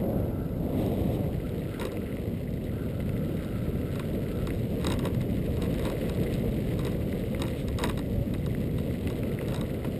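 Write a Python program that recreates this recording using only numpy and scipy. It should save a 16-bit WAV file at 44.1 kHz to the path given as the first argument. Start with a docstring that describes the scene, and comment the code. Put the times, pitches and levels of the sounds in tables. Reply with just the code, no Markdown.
"""On a paved path, an electric scooter rolls along, heard from the rider's camera.
Shaped noise makes the tyres' rumble, roar and hiss, the wind, the gusts, a hollow note and a soft whir.
Short dying tones make a loose joint click, the frame ring and stones pop under the tyre.
Rough patches add roar, chatter and second clicks. The camera's low sampling rate adds a thin fizz:
a mirror image of the sound around 12 kHz."""
import sys
import numpy as np
from scipy import signal
from scipy.fft import rfft, irfft, next_fast_len
from scipy.io import wavfile
from scipy.ndimage import map_coordinates

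SR = 44100
rng = np.random.default_rng(int(sys.argv[2]) if len(sys.argv) > 2 else 0)


def output_pcm(signal):
    """Save a mono or channel-first signal as 16-bit PCM at the path in sys.argv[1].

    Samples are clipped to [-1, 1] before scaling.
    """
    pcm = np.clip(np.atleast_2d(signal).T, -1, 1) * 32767
    wavfile.write(sys.argv[1], SR, np.round(pcm).astype(np.int16))


N = 440559
TIME = np.arange(N) / SR  # seconds

# Loudness of the wheels' rumble over time: t/s, level/dB
RUMBLE_LEVEL = [(0, -32), (.6, -32), (1.1, -30), (1.85, -37), (2.3, -33), (2.7, -34.5), (3.2, -28.5),
                (3.45, -33), (3.8, -31), (4.05, -32), (4.4, -30.5), (5.7, -30), (5.87, -34), (6.1, -31),
                (6.6, -29.5), (7.65, -33), (8.4, -30), (9.99, -32)]
# Coarseness of the asphalt, which drives roar, hiss, grit, ticks and small stones: t/s, level/dB
COARSENESS = [(0, -4.5), (.5, -9), (.75, -5), (.82, -2.5), (1.35, -2), (1.8, 0), (2.45, -2.5), (3.7, -.5),
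              (4.3, 0), (5.4, .5), (5.9, 4.5), (7.2, .5), (7.58, 1), (7.97, -2.5), (8.7, -1.5), (9.1, 1),
              (9.6, 0.5), (9.99, 0)]
# Loudness of the wind buffeting the microphone: t/s, level/dB
WIND_LEVEL = [(0, -38.5), (1.0, -37), (1.8, -43.5), (3.4, -39), (4.7, -37), (6.3, -36.5), (7.4, -39.5),
              (8.1, -35), (9.4, -42)]

# Gusts over the camera: t/s, length/s, level/dB
GUSTS = [(.05, 0.57, -33), (.8, 0.28, -32), (1.17, 0.28, -34.5)]
# Moments when the air draws a hollow note: t/s, length/s, level/dB
HOLLOW_NOTES = [(.1, 0.19, -36.5), (8.16, 0.18, -42)]
# A soft, narrow whir that comes and goes: t/s, length/s, level/dB before its flutter
WHIRS = [(.1, 0.27, -62), (.45, 0.28, -57.5), (1.46, 0.099, -55), (1.77, 0.16, -51), (2.06, 0.18, -59),
         (2.8, 0.1, -57.5), (3.05, 0.46, -58), (3.6, 0.37, -54.5), (3.97, 0.18, -55.5), (4.35, 0.25, -54.5),
         (9.3, .2, -61), (9.75, .3, -62)]
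# Light rubbing, as of a tyre on the mudguard: t/s, length/s, level/dB
RUBS = [(.81, 0.043, -51), (.97, 0.37, -53), (1.15, 0.037, -52.5), (5.85, .06, -52), (7.6, 0.044, -46)]
# Rough patches that shake the whole frame: t/s, length/s, shaking level/dB
BUMPS = [(1.835, 0.063, -42.5), (4.90, 0.093, -40), (5.06, 0.059, -42), (5.64, 0.064, -46),
         (5.86, .07, -43), (6.837, 0.095, -47.5), (7.43, 0.056, -44.5), (7.848, 0.077, -39),
         (9.553, 0.11, -46)]

# Harder strikes of the loose joint and the frame's knocks:
# t/s, click level/dB, frame level/dB (both before the boosts in clicks())
CLICKS = [(.8632, -39.5, -55), (1.7973, -32.5, -42), (1.8123, -35, -34), (1.8525, -33, -38),
          (1.9185, -42, -46.5), (3.4468, -41.5, -52), (3.9566, -40, -43), (3.9948, -40, -36.5),
          (4.4712, -36.5, -38), (4.8133, -43, -45), (4.8449, -31.5, -34.5), (4.8683, -22.5, -32.5),
          (4.9015, -29, -37), (4.9215, -25.5, -37), (4.9918, -33.5, -39), (5.0536, -33.5, -35),
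          (5.1464, -44, -43.5), (5.215, -39, -44.5), (5.569, -41, -45), (5.6211, -33, -37.5),
          (5.7419, -40, -45), (5.7947, -38, -41), (5.8232, -43, -45), (5.8528, -30.5, -38),
          (5.8995, -37, -40.5), (6.0958, -34, -40), (6.148, -42, -44), (6.2371, -38.5, -57),
          (6.3395, -34.5, -46), (6.792, -34, -40), (6.8503, -34, -43), (6.8675, -37, -42),
          (6.9205, -43, -51), (7.3961, -39, -39), (7.4195, -23.5, -34), (7.4505, -52, -41),
          (7.4811, -39, -43), (7.6837, -35.5, -41), (7.7867, -28.5, -34), (7.7996, -38, -42),
          (7.8151, -44, -51), (7.8305, -50, -42), (7.8378, -21.5, -27.5), (7.8727, -36, -45),
          (7.8955, -32.5, -35), (7.9753, -34.5, -40), (7.9915, -35.5, -42), (8.3382, -36.5, -41.5),
          (8.4622, -37, -41.5), (8.7835, -38, -42), (9.1005, -37.5, -40), (9.4105, -59, -40.5),
          (9.4838, -36, -43), (9.5209, -44, -42), (9.5445, -33, -39), (9.5612, -33, -53),
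          (9.6119, -31.5, -41), (9.845, -49, -38)]
# Larger stones popping under the tyre: t/s, level/dB before the boost in pebbles()
PEBBLES = [(1.4692, -39), (1.9704, -34), (2.0657, -39), (2.1256, -38), (2.1682, -36), (2.2563, -42),
           (3.0028, -34.5), (3.0934, -34), (3.1662, -39), (4.5047, -29), (5.7808, -38), (6.0147, -35),
           (6.0412, -39), (7.1272, -32), (7.3472, -29), (8.0136, -41), (8.3494, -36), (8.5485, -33),
           (8.9101, -41), (9.0733, -29.5), (9.2334, -33), (9.3881, -30.5)]

# Tones of the loose joint when struck: f/Hz, relative level/dB, time to fall 60 dB/s
JOINT_TONES = [(3796, 4.5, 0.017), (3500, -40, 0.0041), (5170, 6.5, 0.0039), (4500, -26, .003)]
# Tones of the frame when knocked: f/Hz, relative level/dB, time to fall 60 dB/s
FRAME_TONES = [(519, -1.5, 0.16), (920, -12.5, 0.017), (1135, -2, 0.075), (1350, 0, 0.031),
               (1920, 5.5, 0.015), (2500, 3, 0.015), (2830, -1, 0.037), (3380, 0, 0.016)]
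# Tones of the tyre when a stone pops: f/Hz, relative level/dB, time to fall 60 dB/s
TYRE_TONES = [(1580, 6, 0.0047), (2034, 6, 0.015), (2350, -20, 0.0049), (2620, 0, 0.014)]

# Tone colour of the rumble: f/Hz, relative level/dB
RUMBLE_COLOUR = [(45, -36), (75, -4), (105, -0.5), (190, -2.5), (280, -9), (420, -25.5), (800, -70),
                 (2000, -100)]
# Tone colour of the roar: f/Hz, relative level/dB
ROAR_COLOUR = [(80, -38), (200, -1), (290, -0.5), (380, -0.5), (490, 0.5), (590, -5.5), (700, -14),
               (830, -22.5), (1200, -28), (3000, -87)]
# Tone colour of the tread's hiss: f/Hz, relative level/dB
HISS_COLOUR = [(300, -23), (800, -2.5), (1100, 0.5), (1400, 3.5), (1750, 0), (2030, 5), (2350, 2.5),
               (2800, 4), (3450, 0), (3850, -2), (4200, -5), (5300, -10.5)]
# Tone colour of the crackling grit: f/Hz, relative level/dB
GRIT_COLOUR = [(600, 0), (1100, -22), (1700, 3.5), (2020, 12), (2350, 5), (2800, 7), (3450, 3.5), (3850, 5),
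               (4300, 1.5), (5500, -10)]
# Tone colour of the buffeting wind: f/Hz, relative level/dB
WIND_COLOUR = [(12, -16), (22, -9), (42, 5), (65, 5.5), (90, 2.5), (200, -43.5)]
# Tone colour of the rushing gusts: f/Hz, relative level/dB
GUST_COLOUR = [(60, -26), (250, 7.5), (560, 1.5), (700, -2.5), (850, -13), (1100, -18.5), (1700, -32),
               (5000, -58)]
# Tone colour of the hollow note: f/Hz, relative level/dB
HOLLOW_COLOUR = [(350, -35), (500, -8), (555, 7.5), (610, -9), (740, -14), (1000, -49)]
# Tone colour of the whir: f/Hz, relative level/dB
WHIR_COLOUR = [(900, -40), (1220, -9), (1330, 4), (1430, -4.5), (1560, -2), (1680, -14), (2400, -47)]
# Tone colour of the rubbing: f/Hz, relative level/dB
RUB_COLOUR = [(1200, -32), (2200, -3), (3800, 1), (4400, -13), (7000, -8)]
# Tone colour of the frame's buzzing and chattering panels: f/Hz, relative level/dB
PANEL_COLOUR = [(150, 2), (480, 2), (750, -3), (960, 10), (1160, 7), (1270, -3), (1420, 2.5), (1650, -2),
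                (2000, -2), (2800, -7.5), (4000, -20), (5500, -15.5)]

# Levels where the coarseness is 0 dB
ROAR_DB, HISS_DB, GRIT_DB, TICK_DB, SMALL_STONES_DB = -36.5, -54.5, -57, -68.5, -59.5
ROAR_GROWS = 0.77  # dB of roar per dB of coarseness
ROAR_WAVER_DB = 0.86  # quick random swing of the roar
JOLT_ROAR_DB, JOLT_CHATTER_DB = 7, -2  # relative to a bump's shaking
FRAME_LAG_S, BUZZ_T60_S = 0.001516, 0.058  # the frame answers just after the joint; its panels buzz on
# The joint's second strike on a bump: delay, then levels relative to the shaking
REBOUND_S, REBOUND_CLICK_DB, REBOUND_FRAME_DB = 0.0165, 4, -0.5
HOLD_HZ, EDGE_HZ, TOP_HZ = 12000, 5450, 15400  # camera's sampling rate, its input limit, its output limit
BLOW_TIME = np.arange(SR // 8) / SR  # seconds since a blow


def amp(db):
    """Turn decibels into gain."""
    return 10 ** (np.asarray(db) / 20)


def unit(x):
    """Scale a sound to an average (rms) strength of 1."""
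    return x / np.sqrt(np.mean(x ** 2) + 1e-20)


def curve(rows):
    """Join (time, value) points with straight lines, one value per sample."""
    times, values = np.transpose(rows)
    return np.interp(TIME, times, values)


def swells(rows):
    """Add up bell-shaped rises and falls of gain from (time, length, dB) rows."""
    return sum(amp(db) * np.exp(-2 * ((TIME - s) / length) ** 2) for s, length, db in rows)


def wobble(rate):
    """Draw a smooth random curve through rate random points a second."""
    points = rng.standard_normal(int(N * rate / SR) + 4)
    return map_coordinates(points, [TIME * rate])


def filtered(x, response):
    """Strengthen or weaken each frequency by the gain that response gives for it."""
    size = next_fast_len(N + SR // 2)
    gain = response(np.fft.rfftfreq(size, 1 / SR))
    return irfft(rfft(x, size) * gain, size)[:N]


def coloured(x, colour):
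    """Give a sound a tone colour from (Hz, dB) points, at rms 1."""
    f, db = np.transpose(colour)
    return unit(filtered(x, lambda hz: amp(np.interp(np.log(hz + 1), np.log(f), db))))


def noise():
    """Make fresh white noise: all frequencies equally strong."""
    return rng.standard_normal(N)


def taps(rate, spread_db):
    """Scatter about rate single-sample taps a second, of uneven size and sign, at rms 1."""
    hits = rng.random(N) < rate / SR
    sizes = amp(spread_db * np.clip(noise(), -2, 2))
    return unit(hits * np.sign(noise()) * sizes)


def ring(tones, scatter_db):
    """Strike an object once: its tones die away, each with a random strength and phase; energy 1."""
    hz, db, t60 = np.transpose(tones)[:, :, None]
    strength, phase = rng.standard_normal((2, len(tones), 1))
    fading = amp(db + scatter_db * strength - 60 * BLOW_TIME / t60)
    sound = np.sum(fading * np.sin(2 * np.pi * (hz * BLOW_TIME + phase)), axis=0)
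    return sound / np.linalg.norm(sound)


def patter(tones, rate, spread_db):
    """Repeat one ringing blow at random, about rate times a second, near rms 1."""
    return signal.fftconvolve(taps(rate, spread_db), ring(tones, scatter_db=3.5))[:N]


def burst(t60):
    """Make a short dying scrape of noise; energy 1."""
    sound = rng.standard_normal(len(BLOW_TIME)) * amp(-60 * BLOW_TIME / t60)
    return sound / np.linalg.norm(sound)


def add(track, s, sound):
    """Mix a sound into a track at time s."""
    part = track[max(round(s * SR), 0):][:len(sound)]
    part += sound[:len(part)]


def rumble():
    """The rolling wheels make a low rumble: deep noise that rises and falls."""
    return amp(curve(RUMBLE_LEVEL)) * coloured(noise(), RUMBLE_COLOUR)


def roar():
    """Coarser asphalt makes the tyres roar louder, and bumps add more roar."""
    rolling = amp(ROAR_DB + ROAR_GROWS * curve(COARSENESS) + ROAR_WAVER_DB * wobble(25))
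    jolts = amp(JOLT_ROAR_DB) * swells(BUMPS)
    return np.hypot(rolling, jolts) * coloured(noise(), ROAR_COLOUR)


def hiss_and_grit():
    """The tread hisses and fine grit crackles, both louder on coarse asphalt and swinging together."""
    surface_db = curve(COARSENESS) + 1.2 * wobble(40)
    hiss = amp(HISS_DB + surface_db) * coloured(noise(), HISS_COLOUR)
    crackle = coloured(taps(rate=240, spread_db=4.5), GRIT_COLOUR)
    grit = amp(GRIT_DB + surface_db) * crackle
    return hiss + grit


def wind():
    """Wind thumps on the microphone as very low noise."""
    return amp(curve(WIND_LEVEL)) * coloured(noise(), WIND_COLOUR)


def joint_ticks():
    """Road vibration keeps the loose joint ticking faintly, louder on coarse asphalt."""
    return amp(TICK_DB + curve(COARSENESS)) * patter(JOINT_TONES, rate=18, spread_db=3.5)


def small_stones():
    """Many small stones make the tyre pop lightly, louder on coarse asphalt."""
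    return amp(SMALL_STONES_DB + curve(COARSENESS)) * patter(TYRE_TONES, rate=45, spread_db=3.5)


def gusts():
    """Gusts rush over the camera near the start, as swells of noise."""
    return swells(GUSTS) * coloured(noise(), GUST_COLOUR)


def hollow_notes():
    """Twice the air draws a hollow note: noise strongest in a narrow band."""
    return swells(HOLLOW_NOTES) * coloured(noise(), HOLLOW_COLOUR)


def whir():
    """A soft whir comes and goes: narrow noise with a flutter in its loudness."""
    flutter_db = wobble(18)
    return swells(WHIRS) * amp(flutter_db) * coloured(noise(), WHIR_COLOUR)


def rubbing():
    """Light rubbing, as of a tyre on the mudguard, gives short swells of high noise."""
    return swells(RUBS) * coloured(noise(), RUB_COLOUR)


def strikes():
    """List (time, click gain, frame gain): a bump throws the joint back to strike again, as hard as it shakes."""
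    rows = [(s, amp(click_db), amp(frame_db)) for s, click_db, frame_db in CLICKS]
    times = np.transpose(CLICKS)[0]
    shaking = np.interp(times, TIME, swells(BUMPS))
    for s, jolt in zip(times, shaking):
        rows.append((s + REBOUND_S, jolt * amp(REBOUND_CLICK_DB), jolt * amp(REBOUND_FRAME_DB)))
    return rows


def clicks():
    """The joint snaps shut with a brief scrape; a moment later the frame rings and its panels buzz."""
    track, buzz = np.zeros(N), np.zeros(N)
    buzz_fade = amp(-60 * BLOW_TIME / BUZZ_T60_S)
    for s, click, knock in strikes():
        joint = ring(JOINT_TONES, scatter_db=1.5)
        frame = ring(FRAME_TONES, scatter_db=2)
        snap = joint + 0.5 * burst(t60=0.009)
        # the boosts make up for spreading each blow's energy over many samples
        add(track, s, click * amp(16.0) * snap)
        add(track, s + FRAME_LAG_S, knock * amp(22.0) * frame)
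        add(buzz, s + FRAME_LAG_S, knock * amp(0.4) * buzz_fade)
    return track + buzz * coloured(noise(), PANEL_COLOUR)


def pebbles():
    """Each larger stone gives the tyre a short dry pop of quickly dying tones."""
    track = np.zeros(N)
    for s, db in PEBBLES:
        pop = ring(TYRE_TONES, scatter_db=2)
        add(track, s + 0.0005, amp(db + 15.5) * pop)
    return track


def frame_chatter():
    """Rough patches set the frame chattering: a dense run of random taps."""
    chatter = coloured(taps(rate=900, spread_db=5.0), PANEL_COLOUR)
    return amp(JOLT_CHATTER_DB) * swells(BUMPS) * chatter


def scene():
    """Add up everything that reaches the microphone."""
    steady = rumble() + roar() + hiss_and_grit() + wind() + joint_ticks() + small_stones()
    passing = gusts() + hollow_notes() + whir() + rubbing()
    knocks = clicks() + pebbles() + frame_chatter()
    return (steady + passing + knocks)[None]


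def record(dry):
    """The camera samples at 12 kHz and holds each value, so the sound returns mirrored around 12 kHz."""
    narrow = filtered(dry[0], lambda hz: (1 + (hz / EDGE_HZ) ** 48) ** -0.5)
    # multiplying by this wave keeps the sound and adds its mirror image
    sampled = narrow * (1 + 2 * np.cos(2 * np.pi * HOLD_HZ * TIME))
    # holding each value softens the treble
    return filtered(sampled, lambda hz: np.sinc(hz / HOLD_HZ) * (hz < TOP_HZ))[None]


dry = scene()
out = record(dry)
output_pcm(out)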